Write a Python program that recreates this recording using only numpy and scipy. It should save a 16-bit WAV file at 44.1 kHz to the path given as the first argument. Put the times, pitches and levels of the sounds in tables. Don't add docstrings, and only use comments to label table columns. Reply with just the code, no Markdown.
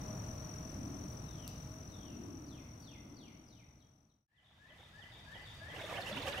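import sys
import numpy as np
from scipy import signal
from scipy.fft import rfft, irfft, next_fast_len
from scipy.io import wavfile
from scipy.ndimage import map_coordinates

SR = 44100
rng = np.random.default_rng(int(sys.argv[2]) if len(sys.argv) > 2 else 0)


def persist_wave(psi):
    counts = np.round(np.clip(psi, -1, 1) * 32767).astype(np.int16)
    wavfile.write(sys.argv[1], SR, np.atleast_2d(counts).T)


N = 282240
TIME = np.arange(N) / SR
RIVER_START_S, RIVER_FADE_S = 4.275, 2.125


def amp(db):
    return 10 ** (np.asarray(db) / 20)


def unit(x):
    return x / np.sqrt(np.mean(x ** 2) + 1e-20)


def along(points, hz):
    f, values = np.transpose(points)
    return np.interp(np.log(hz + 1), np.log(f + 1), values)


def sine(hz):
    return np.sin(2 * np.pi * np.cumsum(hz) / SR)


def bell(x, centre, width):
    return np.exp(-.5 * ((x - centre) / width) ** 2)


def wobble(rate):
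    steps = np.arange(0, N * rate / SR + 1, 1 / 8)
    coarse = map_coordinates(rng.standard_normal(int(N * rate / SR) + 4), [steps])
    return np.interp(TIME * rate, steps, coarse)


def filtered(x, response):
    size = next_fast_len(N + SR // 2)
    return irfft(rfft(x, size) * response(np.fft.rfftfreq(size, 1 / SR)), size)[..., :N]


def add(track, s, sound):
    part = track[..., max(round(s * SR), 0):][..., :sound.shape[-1]]
    part += sound[..., :part.shape[-1]]


def pan(left_db):
    return unit(amp([[left_db / 2], [-left_db / 2]]))


def spread(pair, spectrum, likeness):
    def mid_side_gains(hz):
        angle = np.arccos(np.clip(along(likeness, hz), -1, 1)) / 2
        return amp(along(spectrum, hz)) * [np.cos(angle), np.sin(angle)]
    mid, side = filtered(pair, mid_side_gains)
    return unit(np.array([mid + side, mid - side]))


# f/Hz, left-right likeness
OUTDOOR_LIKENESS = [(100, 1), (300, 0.92), (700, 0.085), (1500, 0.033), (4000, 0.033), (12000, 0.026)]
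def rush(spectrum):
    return spread(rng.standard_normal((2, N)), spectrum, OUTDOOR_LIKENESS)


# f/Hz, time to fall 60 dB/s
TREE_DECAY = [(300, 0.25), (2000, 1), (4000, 1), (10000, 0.066)]
def among_trees(x, left_db, wet_db):
    hz, t, noise = signal.stft(rng.standard_normal((2, SR * 3 // 4)), SR, nperseg=256)
    near_trunks = 1 + 0.22 * np.exp(-t / 0.023)
    decay = amp(-60 * t / along(TREE_DECAY, hz)[:, None])
    tail = signal.istft(noise * near_trunks * decay, SR, nperseg=256)[1]
    echo = signal.fftconvolve(x[None], tail / np.linalg.norm(tail[0]), axes=1)[:, :N]
    return pan(left_db) * x + amp(wet_db) * pan(0.56 * left_db) * echo


# f/Hz, level/dB
RUMBLE_SPECTRUM = [(20, -14), (35, -16.5), (58, -1.5), (80, -2), (125, 1), (190, -5.5), (260, -10),
                   (400, -25.5), (800, -55)]
ENGINE_SPECTRUM = [(120, -49), (190, -1.5), (235, 0.5), (285, 5), (335, -1), (400, -10), (600, -54)]
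TYRE_SPECTRUM = [(200, -35), (400, -1), (650, -0.5), (1000, -5), (1400, -10.5), (2000, -42.5), (4000, -35),
                 (9000, -39)]
# t/s, engine level/dB, tyre level/dB
PASSES = [(.13, -58.5, -58.5), (.87, -45.5, -64), (2.27, -41.5, -60.5), (3.15, -44, -60)]
def traffic(approach_s=0.14, recede_s=0.24):
    engines, tyres = amp(-56.5), amp(-55.3)
    for s, engine_db, tyre_db in PASSES:
        nearness = 1 / (1 + ((TIME - s) / np.where(TIME < s, approach_s, recede_s)) ** 2)
        engines = np.hypot(engines, amp(engine_db) * nearness)
        tyres = np.hypot(tyres, amp(tyre_db) * nearness)
    rumble = amp(-45.5) * rush(RUMBLE_SPECTRUM)
    return rumble + engines * pan(1.9) * rush(ENGINE_SPECTRUM) + tyres * pan(4.3) * rush(TYRE_SPECTRUM)


def machine_whine(pitch_hz=627.7, fall_db_per_s=2):
    hz = pitch_hz + 7 * wobble(25)
    db = -58.5 - fall_db_per_s * TIME + 3 * wobble(14)
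    return pan(4.3) * amp(db) * sine(hz)


# f/Hz, level/dB
AIR_SPECTRUM = [(300, -27), (1200, 8), (2000, 4), (2700, 2), (3400, -1.5), (4500, -2), (7000, -4),
                (12000, -6.5), (16000, -10.5)]
def wood_air():
    return amp(-59.5) * pan(0.8) * rush(AIR_SPECTRUM)


# f/Hz, level/dB
RASP_SPECTRUM = [(4800, -33), (5300, -19.5), (5650, -4.5), (6000, -3.5), (6250, -15), (6600, -41)]
def cricket(strokes_per_s=44.13, pitch_hz=5840, sag_hz=550):
    stroke = (strokes_per_s * TIME + .68 + .03 * wobble(3)) % 1
    hz = pitch_hz - sag_hz * (stroke - .5) + 40 * wobble(200)
    wing = bell(stroke, .5, 0.17) * amp(0.3 * wobble(29.93))
    trill = unit(wing * sine(hz))
    rasp = unit((wing + 0.17) * rush(RASP_SPECTRUM))
    return amp(-59) * among_trees(trill, left_db=16, wet_db=-3.5) + amp(-62) * pan(4.2) * rasp


# t/s, level/dB
TWIG_SNAPS = [(1.309, -50), (1.478, -27), (1.579, -56), (1.606, -63)]
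# t/s, level/dB, width/s
LEAF_SCUFFS = [(1.116, -64.5, .04), (1.489, -62, .012), (1.565, -66.5, 0.11), (2.817, -60, 0.022)]
# f/Hz, level/dB
LITTER_SPECTRUM = [(1200, -30), (2800, -12), (3900, 2), (5000, -2), (9500, -1), (16000, -2)]
def underfoot(snap_rise_s=0.00016, snap_t60_s=0.006):
    track, age = np.zeros(N), TIME[:SR // 50]
    crack = (1 - np.exp(-age / snap_rise_s)) * amp(-60 * age / snap_t60_s)
    for s, db in TWIG_SNAPS:
        add(track, s, amp(db) * crack * rng.standard_normal(len(age)))
    crackle = unit(rng.standard_normal(N) * amp(3.9 * wobble(500)))
    track += crackle * sum(amp(db) * bell(TIME, s, width) for s, db, width in LEAF_SCUFFS)
    steps = filtered(track, lambda hz: amp(along(LITTER_SPECTRUM, hz)))
    return among_trees(steps, left_db=2, wet_db=-5)


def song(note, starts, waver=0.0041, flutter_db=1.0, waver_rate=120):
    times, pitches, levels = np.transpose(note)
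    age = TIME[:int(times[-1] * SR)]
    hz, db = np.interp(age, times, pitches), np.interp(age, times, levels)
    drift = 1 + waver * wobble(waver_rate)
    flutter = unit(amp(flutter_db * wobble(70)))
    track = np.zeros(N)
    for s, level_db in starts:
        detune = np.take(drift, int(s * SR) + np.arange(len(age)), mode="wrap")
        add(track, s, np.sqrt(2) * amp(db + level_db) * sine(hz * detune))
    return track * flutter


# t/s into the note, f/Hz, level/dB
SLOW_SLUR_NOTE = [(0, 4300, -14), (.035, 3850, -2), (.065, 3650, 2), (.1, 3420, -7), (.16, 3150, -1),
                  (.21, 2820, .5), (.26, 2550, -1), (.28, 2620, -20)]
FAST_SLUR_NOTE = [(0, 5300, -14), (.025, 4550, -7), (.045, 4050, -9), (.062, 3680, -4), (.08, 3350, -7.5),
                  (.145, 2150, -5), (.175, 2030, -10), (.23, 2300, -21)]
CHIP_NOTE = [(0, 4600, -12), (.018, 3900, 0), (.04, 3100, -2), (.05, 2900, -20)]
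# t/s, level/dB
SLOW_SLUR_STARTS = [(1.24, -67), (1.884, -63.5)]
FAST_SLUR_STARTS = [(2.455, -54.5), (2.809, -50.5), (3.144, -51), (3.47, -51.5)]
CHIP_STARTS = [(3.79, -55), (4.084, -57)]
def wood_bird():
    parts = [(SLOW_SLUR_NOTE, SLOW_SLUR_STARTS), (FAST_SLUR_NOTE, FAST_SLUR_STARTS),
             (CHIP_NOTE, CHIP_STARTS)]
    notes = sum(song(note, starts, waver=.022, flutter_db=3, waver_rate=450) for note, starts in parts)
    return amp(-2.5) * among_trees(notes, left_db=2, wet_db=2)


# f/Hz, level/dB
CURRENT_SPECTRUM = [(20, -18), (45, -6.5), (70, -2.5), (105, 0.5), (160, -5), (240, -12.5), (400, -23.5),
                    (1000, -20.5), (3000, -22.5), (5200, -31), (7000, -35), (12000, -46)]
def current():
    return amp(-51) * rush(CURRENT_SPECTRUM)


def in_time(start_s, period_s, db, count):
    return [(start_s + k * period_s, db) for k in range(count)]


def later(starts, delay_s, gain_db):
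    return [(s + delay_s, db + gain_db) for s, db in starts]


# t/s into the note, f/Hz, level/dB
WHISTLE_NOTE = [(0, 1610, -13), (.03, 1690, -3), (.065, 1775, -2), (.09, 1900, -6), (.115, 2005, -5),
                (.15, 1985, -6.5), (.165, 1950, -25)]
TWITTER_NOTE = [(0, 4045, -47), (.008, 3730, 1), (.022, 3400, -9), (.03, 3310, -4.5)]
def left_bank_bird():
    phrases = in_time(start_s=4.245, period_s=.3383, db=-49, count=7)
    whistle = song(WHISTLE_NOTE, phrases, waver=0.0046)
    twitter = sum(song(TWITTER_NOTE, later(phrases, delay_s=.192 + k * .027, gain_db=-2 - 1.8 * k))
                  for k in range(3))
    return among_trees(whistle, left_db=14, wet_db=-2.5) + among_trees(twitter, left_db=10, wet_db=0)


# t/s into the note, f/Hz, level/dB
FLICK_NOTE = [(0, 3900, -15), (.016, 3450, -8), (.028, 3120, 0), (.04, 2880, -7), (.046, 2800, -22)]
SEESAW_UP_NOTE = [(0, 2610, -27), (.012, 2700, 1), (.022, 3080, -1.5), (.03, 3250, -13), (.035, 3270, -31)]
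SEESAW_DOWN_NOTE = [(0, 4910, -7), (.006, 4180, 1.5), (.013, 3540, 3), (.02, 3300, -3), (.024, 3200, -23)]
# t/s, level/dB
FLICK_STARTS = [(4.359, -46), (4.678, -49), (5.0, -48), (5.326, -48), (5.677, -51.5)]
def right_bank_birds():
    flicks = song(FLICK_NOTE, FLICK_STARTS, waver=0.0152, flutter_db=0.5)
    ups = in_time(start_s=5.954, period_s=.1022, db=-43.5, count=5)
    downs = later(ups, delay_s=.06, gain_db=-6.5)
    seesaw = song(SEESAW_UP_NOTE, ups, waver=0.0076)
    seesaw += song(SEESAW_DOWN_NOTE, downs, waver=.04, waver_rate=600)
    return among_trees(flicks, left_db=-15, wet_db=-5) + among_trees(seesaw, left_db=-15, wet_db=-8)


def bubbles(count, low_hz, high_hz, cycles, rise, scatter_db):
    when, pitch, life, side, size = rng.random((5, count, 1))
    hz = low_hz * (high_hz / low_hz) ** pitch
    k = np.arange(SR // 30)
    age = k / SR * hz / (cycles * (.5 + life))
    ring = np.exp(-np.pi * age) * (1 - np.exp(-10 * age)) * (1 - k / len(k))
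    glide = 1 + rise * np.minimum(age, 2) / 2
    strength = amp(scatter_db * size) * np.sqrt(hz / low_hz)
    tones = strength * ring * np.sin(2 * np.pi * hz * k / SR * glide)
    clouds = np.zeros((2, N))
    for s, second_cloud, tone in zip(RIVER_START_S + when.ravel() * RIVER_FADE_S, side.ravel() > .5, tones):
        add(clouds[int(second_cloud)], s, tone)
    return clouds / clouds[:, round(RIVER_START_S * SR):].std()


# t/s, length/s, level/dB
LEG_PUSHES = [(4.67, 0.044, -50), (5.28, 0.23, -57), (5.678, 0.3, -43.5), (6.07, 0.29, -44.5)]
def stirring(rise_s=0.044, settle_s=0.13, flight_s=0.033, chop_db=1.2):
    slosh = lapping = amp(-56)
    for s, length, db in LEG_PUSHES:
        pile_up = 1 - np.exp(-np.maximum(TIME - s, 0) / rise_s)
        settle = np.exp(-np.maximum(TIME - s - length, 0) / settle_s)
        slosh = np.hypot(slosh, amp(db) * pile_up * settle)
    delayed_slosh = np.interp(TIME - flight_s, TIME, slosh)
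    spray = amp(-69.5) * (delayed_slosh / lapping) ** 0.62
    return slosh * amp(chop_db * wobble(35)), spray * amp(chop_db * wobble(70))


# t/s, slosh level/dB, spray level/dB, width/s
SLAPS = [(5.318, -55, -65, 0.0066), (5.355, -51, -71, 0.0067), (5.82, -49, -74, 0.0099),
         (5.918, -43, -66, 0.013), (6.014, -51, -59, 0.0046), (6.09, -44, -56.5, 0.021),
         (6.169, -42.5, -64, 0.011), (6.282, -38.5, -51.5, 0.013), (6.383, -48, -57, 0.0046)]
# f/Hz, level/dB
SLOSH_SPECTRUM = [(120, -16), (250, -5), (420, -8), (650, -2.5), (900, -5), (1300, -8.5), (2200, -7),
                  (3500, -10), (5000, -24.5), (9000, -33)]
SPRAY_SPECTRUM = [(1500, -11.5), (3500, -5), (5500, 1.5), (7500, -5), (10000, -7.5), (14000, -12),
                  (16000, -25.5)]
# f/Hz, left-right likeness
WATER_LIKENESS = [(100, 0.39), (640, 0.98), (1400, 0.5), (3000, 0.26), (7000, 0.59)]
def wading():
    slosh, spray = stirring()
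    for s, slosh_db, spray_db, width in SLAPS:
        surge = bell(TIME, s, width)
        slosh = np.hypot(slosh, amp(slosh_db) * surge)
        spray = np.hypot(spray, amp(spray_db) * surge)
    churn = bubbles(count=2600, low_hz=280, high_hz=3400, cycles=24, rise=.12, scatter_db=11)
    drops = bubbles(count=2400, low_hz=3000, high_hz=13000, cycles=10, rise=.1, scatter_db=12)
    churn += rng.standard_normal((2, N))
    drops += 1.9 * rng.standard_normal((2, N))
    wash = spread(rng.standard_normal((2, N)), SLOSH_SPECTRUM, WATER_LIKENESS)
    gurgle = spread(churn * (TIME > RIVER_START_S), SLOSH_SPECTRUM, WATER_LIKENESS)
    patter = spread(drops * (TIME > RIVER_START_S), SPRAY_SPECTRUM, WATER_LIKENESS)
    return amp(-7) * slosh * pan(-4) * (wash + gurgle) + amp(-2) * spray * pan(-1.7) * patter


# t/s, starting f/Hz, length/s, level/dB
AIR_POCKETS = [(4.703, 580, 0.06, -46), (4.79, 485, .043, -47), (5.616, 630, .03, -44),
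               (5.684, 577, 0.035, -44.5), (5.737, 472, 0.031, -43), (5.84, 595, .023, -34.5),
               (5.891, 612, 0.085, -41), (5.991, 680, 0.022, -33), (6.111, 582, 0.03, -34.5),
               (6.118, 193, 0.072, -38.5), (6.163, 249.5, .074, -38.5), (6.198, 469, 0.048, -43),
               (6.273, 516, 0.067, -35), (6.378, 727, 0.023, -39.5)]
def gulps(rise_per_s=3.4):
    track = np.zeros(N)
    for s, start_hz, length, db in AIR_POCKETS:
        progress = np.linspace(0, 1, int(length * SR))
        hz = start_hz * (1 + rise_per_s * length * progress)
        ring = (1 - np.exp(-7 * progress)) * (1 - progress) ** 2
        add(track, s, amp(db + 2.5) * ring * sine(hz))
    return among_trees(track, left_db=0.5, wet_db=-15)


# t/s into the note, f/Hz, level/dB
FAR_NOTE = [(0, 5000, -13), (.03, 4740, -10), (.07, 4600, -8), (.09, 4560, -24)]
def far_bird():
    starts = in_time(start_s=4.92, period_s=.15, db=-67.5, count=5)
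    return among_trees(song(FAR_NOTE, starts, waver=0.0168), left_db=-14, wet_db=9.5)


def scene():
    wood = traffic() + machine_whine() + wood_air() + cricket() + underfoot() + wood_bird()
    river = current() + left_bank_bird() + right_bank_birds() + wading() + gulps() + far_bird()
    fade_out = np.maximum(1 - TIME / RIVER_START_S, 0)
    fade_in = np.maximum((TIME - RIVER_START_S) / RIVER_FADE_S, 0)
    return wood * fade_out + river * fade_in


def record(dry):
    return filtered(dry, lambda hz: hz < 15750)


dry = scene()
out = record(dry)
persist_wave(out)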